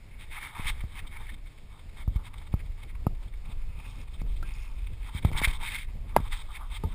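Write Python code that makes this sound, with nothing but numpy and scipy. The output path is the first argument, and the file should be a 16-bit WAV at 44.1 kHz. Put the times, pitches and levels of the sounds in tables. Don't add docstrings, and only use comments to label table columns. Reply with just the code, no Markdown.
import sys
import numpy as np
from scipy import signal
from scipy.fft import rfft, irfft, next_fast_len
from scipy.io import wavfile
from scipy.ndimage import map_coordinates

SR = 44100
rng = np.random.default_rng(int(sys.argv[2]) if len(sys.argv) > 2 else 0)


def transcribe(signal):
    frames = np.atleast_2d(signal).T
    limited = np.clip(frames, -1, 1)
    pcm = np.round(limited * 32767).astype(np.int16)
    wavfile.write(sys.argv[1], SR, pcm)


def gain_from_db(level_db):
    decades = np.asarray(level_db, float) / 20
    return 10 ** decades


N = 306054


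def unit(x):
    return x / np.sqrt(np.mean(x ** 2) + 1e-20)


def curves(rows):
    s, *cols = np.transpose(rows)
    return [np.interp(np.arange(N) / SR, s, c) for c in cols]


def wobble(rate):
    knots = rng.standard_normal(int(N * rate / SR) + 4)
    return map_coordinates(knots, [np.arange(N) * rate / SR])


def filtered(x, response):
    m = next_fast_len(N + SR // 2)
    return irfft(rfft(x, m) * response(np.fft.rfftfreq(m, 1 / SR)), m)[:N]


def ringing(x, modes):
    def response(f):
        total = 0
        for k, (centre, width, db) in enumerate(modes):
            damping = 1j * f * width
            total = total + (-1) ** k * gain_from_db(db) * damping / (centre * centre - f * f + damping)
        return total
    return filtered(x, response)


def noise(spectrum):
    hz, db = np.transpose(spectrum)
    colour = lambda f: gain_from_db(np.interp(np.log(f + 1), np.log(hz + 1), db))
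    return unit(filtered(rng.standard_normal(N), colour))


def swells(rows, rise):
    out = np.zeros(N)
    for s, db, spread in rows:
        first = max(0, int((s - 4 * spread) * SR))
        last = min(N, int((s + 4 * spread) * SR))
        at = np.arange(first, last)
        u = (at / SR - s) / spread
        out[at] += gain_from_db(db) * np.exp(-np.where(u < 0, u / rise, u) ** 2)
    return out


# (time [s], strength [dB])
WIND_PUSH = [(0, -49), (.17, -42.5), (.55, -44.5), (.67, -34), (.95, -45), (1.07, -34.5), (1.55, -43.5),
             (2.0, -37), (2.12, -34.5), (2.27, -39), (3.3, -33.5), (3.95, -37.5), (4.3, -32), (5.15, -36.5),
             (5.27, -6), (5.5, -26), (5.7, -39), (6.94, -33.5)]
# (time [s], level [dB], spread [s])
FLUTTER_GUSTS = [
    (1.0, -62, .08),
    (3.5, -55, .04),
    (3.78, -60, 0.038),
    (4.0, -52, .03),
    (4.4, -55, .1),
    (5.35, -47, 0.11),
    (5.72, -55, 0.066),
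    (5.96, -55, .05),
    (6.86, -45.5, .025),
    (6.91, -47, .04),
]
# (frequency [Hz], density [dB per Hz])
SWAY_COLOUR = [(8.8, -31), (15, 5.5), (41, 1), (110, -19), (140, -69), (240, -120)]
FLUTTER_COLOUR = [(47, -17.5), (80, -0.5), (123, -7), (231, -18.5), (308, -24), (339, -24), (800, -34),
                  (1040, -70), (1760, -120)]
HISS_COLOUR = [(240, 1), (400, -1.5), (679, -5), (910, -7), (1480, -11.5), (2240, -5), (2840, -9.5),
               (3680, -13), (5210, -12.5), (5900, -22), (7670, -65), (13000, -120)]


def wind():
    push_db, = curves(WIND_PUSH)
    shake_db, shake_s = -41.5, 0.07
    shakes = [(s, db + shake_db, shake_s) for s, db, *_ in PRESSES + REBOUND_BUMPS]
    shaken = swells(shakes, rise=0.33) + swells(FLUTTER_GUSTS, rise=1)
    lumps = wobble(7.8)
    sway = gain_from_db(np.minimum(push_db, -32) + 0.97) * unit(gain_from_db(2.1 * lumps) * noise(SWAY_COLOUR))
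    level = gain_from_db(-55 + 0.33 * (push_db + 36.5)) + shaken
    gusty = gain_from_db(0.79 * lumps + 3.27 * wobble(30))
    flutter = level * gain_from_db(3.0) * unit(gusty * noise(FLUTTER_COLOUR))
    hiss = gain_from_db(-60 - 2.0 + 1.7 * wobble(16)) * noise(HISS_COLOUR)
    return sway + flutter + hiss


# (time [s], level [dB], spread [s])
SPRAY_PUFFS = [
    (3.89, -66, .09),
    (4.01, -65, 0.027),
    (4.2, -88, 0.092),
    (4.6, -63, .14),
    (4.81, -82, 0.027),
]


def spray():
    level = swells(SPRAY_PUFFS, rise=0.9)
    ticks = rng.standard_normal(N) * gain_from_db(6.9 * wobble(400))
    thin = ringing(ringing(ticks, [(5200, 900, 0)]), [(5300, 1200, 0)])
    return level * gain_from_db(-1.5) * unit(thin)


# (time [s], peak [dB], pitch [Hz], t60 [s])
BUBBLES = [
    (1.291, -41, 1800, 0.059),
    (4.428, -35, 1350, 0.036),
    (4.429, -47.5, 1576, 0.15),
    (6.837, -33, 886, 0.074),
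    (6.836, -36, 1220, 0.045),
    (6.838, -30.5, 437, 0.045),
]


def drops():
    out = np.zeros(N + SR)
    t = np.arange(SR // 8) / SR
    for s, db, hz, t60 in BUBBLES:
        ring = np.sin(2 * np.pi * hz * t * (1 + 0.25 * t))
        out[round(s * SR):][:len(t)] += gain_from_db(db - 60 * t / t60) * ring
    return out[:N]


# (time [s], peak [dB], first swing [ms], fade [dB a swing], tap [dB])
PRESSES = [(.596, -20, 3.7, 9, -41), (0.656, -22, 11.8, 1, -60), (0.839, -24.5, 4.8, 0, -45),
           (2.078, -14, 6.2, 1, -37.5), (2.159, -16, 7.3, 0, -52), (2.5397, -8, 4.7, 7.5, -29.5),
           (3.068, -6.5, 3.56, 7.5, -19.5), (4.217, -22, 3, 9, -39), (4.4275, -34, 2.4, 8, -40),
           (5.149, -23, 4, 1, -53), (5.352, -14, 15, 7.5, -40), (5.417, -25, 1.7, 4, -25),
           (5.474, -17.5, 8.9, -1.5, -32), (6.169, -9.5, 1.96, 9, -19.5), (6.202, -18, 3.5, 13, -43),
           (6.85, -18, 6, 7, -54)]
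# (time [s], peak [dB], first swing [ms], fade [dB a swing], tap [dB])
REBOUND_BUMPS = [
    (5.249, -8.5, 4.06, 1.5, -21),
    (5.316, -18, 3.3, 24, -35),
    (6.185, -19, 4.4, 6.5, -50),
    (6.837, -24.5, 2.23, 1, -51),
]
# (time [s], peak [dB], crack [dB])
HARD_KNOCK = [
    (6.1639, 2, -21.5),
]
# (frequency [Hz], width [Hz], level [dB])
TAPPED_SHELL = [(464, 1840, -2), (860, 330, 8.5), (1276, 85, 8.5)]
KNOCKED_SHELL = [(597, 280, -1.5), (956, 130, 5), (1350, 380, -13.5), (1640, 60, -6), (2080, 83, -2)]
CRACKED_SHELL = [(2250, 630, 0.5), (3630, 1800, -5), (4920, 890, -0.5)]


def bumps():
    squeeze, taps, knock, cracks = (np.zeros(N + SR) for _ in range(4))
    t = np.arange(SR // 10) / SR
    stretch = 0.46
    for way, rows in ((-1, PRESSES), (1, REBOUND_BUMPS)):
        for s, db, ms, fade_db, tap_db in rows:
            crack_db = -56.5 + 0.27 * (tap_db + 42.5) - 35 * np.log10(min(ms, 4.5) / 4)
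            swings = np.log(1 + stretch * t / (ms / 1000)) / np.log(1 + stretch)
            size = gain_from_db(db + 4 - fade_db * swings - 60 * t / 0.095) * (1 - np.exp(-t / 0.0021))
            squeeze[round(s * SR):][:len(t)] += way * size * np.sin(np.pi * swings)
            edge = round((s - 0.0009) * SR)
            taps[edge:][:len(t)] -= way * gain_from_db(tap_db + 13.5) * np.exp(-t / 0.00016) * (t / 0.00021) ** 2
            cracks[edge:][:len(t)] += gain_from_db(crack_db - 60 * t / 0.033)
    for s, db, crack_db in HARD_KNOCK:
        start = round(s * SR)
        knock[start:][:len(t)] += gain_from_db(db + 17) * np.exp(-t / 0.00011) * t / 0.00016
        cracks[start:][:len(t)] += gain_from_db(crack_db - 60 * t / 0.0081)
    crackle = cracks[:N] * rng.standard_normal(N)
    shell = ringing(taps[:N], TAPPED_SHELL) + ringing(knock[:N], KNOCKED_SHELL)
    return squeeze[:N] + shell + gain_from_db(11.5) * ringing(crackle, CRACKED_SHELL)


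# (start [s], length [s], first level [dB], last level [dB])
RUB_STROKES = [(0.196, 0.057, -48.5, -56), (0.316, 0.23, -42.5, -58.5), (0.545, 0.16, -47.5, -36),
               (0.716, 0.12, -46, -71), (0.932, 0.072, -60, -45), (1.114, .24, -52, -60),
               (1.971, 0.064, -50.5, -55), (2.129, 0.039, -66, -51), (2.248, 0.036, -50, -53),
               (2.358, .13, -61, -69), (2.514, 0.098, -90, -50.5), (2.779, 0.078, -57, -63),
               (3.43, .1, -70, -53), (3.774, 0.27, -54, -63), (4.458, 0.25, -54, -64.5),
               (5.003, 0.096, -64, -52), (5.136, 0.057, -50, -42), (5.254, 0.052, -49, -56),
               (5.324, 0.081, -47.5, -40.5), (5.423, 0.034, -36, -31), (5.474, 0.047, -42.5, -45),
               (5.531, .045, -41.5, -47), (5.6, .17, -47, -35.5), (5.777, 0.081, -39, -56.5),
               (6.142, 0.143, -61, -51.5), (6.326, 0.1, -37, -54.5), (6.488, 0.088, -69.5, -45.5),
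               (6.594, 0.038, -57, -65), (6.704, 0.074, -52.5, -46.5), (6.873, 0.061, -63, -53)]


def stroke_power():
    t = np.arange(N) / SR
    land_s, lift_s = 0.014, 0.0059
    gate = lambda u: 1 / (1 + np.exp(-np.clip(u, -40, 40)))
    power = np.zeros(N)
    for s, long, first_db, last_db in RUB_STROKES:
        drag = gain_from_db(2 * np.interp(t, [s, s + long], [first_db, last_db]))
        contact = gate((t - s) / land_s * 2) * gate((s + long - t) / lift_s * 2)
        power += drag * contact ** 2
    return power


# (time [s], creep [dB], firmness [0-1], palm on the low panel [dB], fingers on the lid [dB])
HAND_GRIP = [(0, -68.5, 0.06, -3.5, -4), (.9, -60, 0.06, 1, -1), (1.4, -69, 0.03, -2.5, 1),
             (2.2, -71.5, 0, 4.5, 5), (2.9, -72.5, 0.2, -2, -3), (3.3, -73, 0, 2, 5),
             (3.75, -67.5, 0.93, -1, -2.5), (4.2, -70.5, 0.3, -0.5, 7), (4.6, -61, 0.8, 1.5, -4.5),
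             (4.95, -65.5, 0.45, 0, 2.5), (5.2, -62, 0, 2, 0), (5.6, -67, 0.15, 4, 2),
             (5.85, -67, 0.1, -5.5, 3), (6.0, -70.5, .3, 3, 1), (6.45, -63, 0, 2.5, 1.5),
             (6.94, -64, 0.37, 4.5, 3)]
# (time [s], level [dB], length [ms], lid re level [dB])
FINGER_SLIPS = [(.365, -42, 25, -24), (.445, -41.5, 75, -7), (.69, -32, 27, -8.5), (1.073, -54.5, 12, 3),
                (1.167, -42.5, 11, -23), (1.298, -48, 12, -9), (1.382, -59, 15, -15),
                (1.47, -57.5, 18, -3.5), (1.583, -58, 11, -8), (1.724, -63, 37, -2), (1.896, -57, 10, -2),
                (2.384, -53.5, 10, 1), (2.42, -48.5, 7.6, -11.5), (2.897, -55, 27, -7),
                (2.955, -58, 10, -9), (3.231, -57.5, 16, -2), (3.339, -61, 17, -4), (3.802, -47, 9.1, -23),
                (3.854, -51, 16, -28), (4.147, -59, 21, 3.5), (4.203, -56, 20, -6), (4.371, -60, 12, 4),
                (4.653, -52.5, 16, -22), (4.872, -51, 9.6, -3), (5.331, -37, 6.3, -26),
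                (5.382, -38, 15.6, 8), (5.449, -27, 16, -4), (5.894, -56.5, 25, -16),
                (6.101, -57.5, 36, -4), (6.333, -41.5, 25, 0)]
# (time [s], level [dB])
FINGER_TICKS = [(.112, -63), (.811, -51.5), (.926, -58), (1.343, -54), (1.522, -62), (1.796, -58.5),
                (1.929, -66), (2.341, -54), (2.473, -54.5), (2.529, -54.5), (2.666, -61.5), (2.72, -61),
                (2.835, -51), (3.154, -60), (3.283, -58.5), (3.459, -57), (3.516, -61), (3.621, -62),
                (4.081, -59), (4.266, -60.5), (4.519, -55), (4.584, -57.5), (4.718, -58.5), (4.788, -57.5),
                (4.846, -58), (4.937, -60), (5.23, -49), (5.252, -41.5), (5.482, -38), (5.537, -44.5)]
# (time [s], level [dB], length [ms])
PALM_SMEARS = [(0.383, -44, 11), (.57, -50.5, 78), (1.05, -55, 25), (1.21, -58.5, 47), (2.19, -58, 52),
               (3.85, -64, 57), (5.09, -56.5, 59), (5.36, -45, 66), (5.63, -49, 21), (6.0, -66.5, 15),
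               (6.185, -47, 30), (6.26, -60, 40), (6.5, -54.5, 33), (6.615, -52.5, 57)]
# (frequency [Hz], width [Hz], level [dB])
PANEL_MODES = [(874, 131, 3.5), (1200, 290, 2), (1560, 790, -12.5)]
LID_MODES = [(3130, 148, 4.5), (3643, 230, 6.5), (4710, 330, -8), (5200, 540, -9)]


def fingers():
    creep_db, firmness, palm_db, fingers_db = curves(HAND_GRIP)
    rub = np.sqrt(stroke_power() * gain_from_db(3.0 * wobble(28)) + gain_from_db(2 * creep_db + 2.3 * wobble(22)))
    tick_ms, tick_lid_db, slip_rise = 9.9, -3.5, 0.89
    slips = FINGER_SLIPS + [(s, db, tick_ms, tick_lid_db) for s, db in FINGER_TICKS]
    main_slips = swells([(s, db, ms / 1400) for s, db, ms, _ in slips], slip_rise)
    lid_slips = swells([(s, db + lid_db, ms / 1400) for s, db, ms, lid_db in slips], slip_rise)
    pressure = np.hypot(rub, main_slips)
    on_lid = np.hypot(rub * gain_from_db(-4.5 + fingers_db + 0.76 * wobble(15)), lid_slips)
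    on_panel = gain_from_db(-60 - 4 + palm_db + 1.9 * wobble(18)) * (pressure / gain_from_db(-60)) ** 0.72
    on_panel = on_panel + swells([(s, db, ms / 1500) for s, db, ms in PALM_SMEARS], rise=0.5)

    skin = lambda grain_db: rng.standard_normal(N) * gain_from_db(grain_db * wobble(700) + 2.1 * wobble(20))
    grains = skin(grain_db=2.5)
    loose = unit(ringing(grains, [(2242, 170, 0.5), (1816, 1360, -8.5), (2450, 1790, -12.0)]))
    firm = unit(ringing(grains, [(2504, 180, 9), (2100, 150, -2)]))
    held = np.clip(firmness + 0.079 * wobble(8), 0, 1)
    main = np.sqrt(1 - held) * loose + np.sqrt(held) * firm
    panel = unit(ringing(ringing(skin(grain_db=2.0), PANEL_MODES), [(1210, 4100, 0)]))
    lid = unit(ringing(ringing(skin(grain_db=2.0), LID_MODES), [(3680, 4800, 0)]))
    return pressure * main + on_panel * panel + on_lid * lid


def scene():
    return (wind() + spray() + drops() + bumps() + fingers())[None]


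def roll_off(x):
    return signal.sosfilt(signal.butter(12, 16290, fs=SR, output="sos"), x)


def record(dry):
    step_hz, top_hz = 12000, 15400
    base = filtered(dry[0], lambda f: (f < step_hz / 2) / np.sqrt(1 + (f / 5600) ** 24))
    mirrored = base * (1 + 2 * np.cos(2 * np.pi * step_hz * np.arange(N) / SR))
    hold = lambda f: np.sinc(f / step_hz) * (f < top_hz) / np.sqrt(1 + (f / 15300) ** 40)
    held = filtered(mirrored, hold)
    return roll_off(held[None])


dry = scene()
out = record(dry)
transcribe(out)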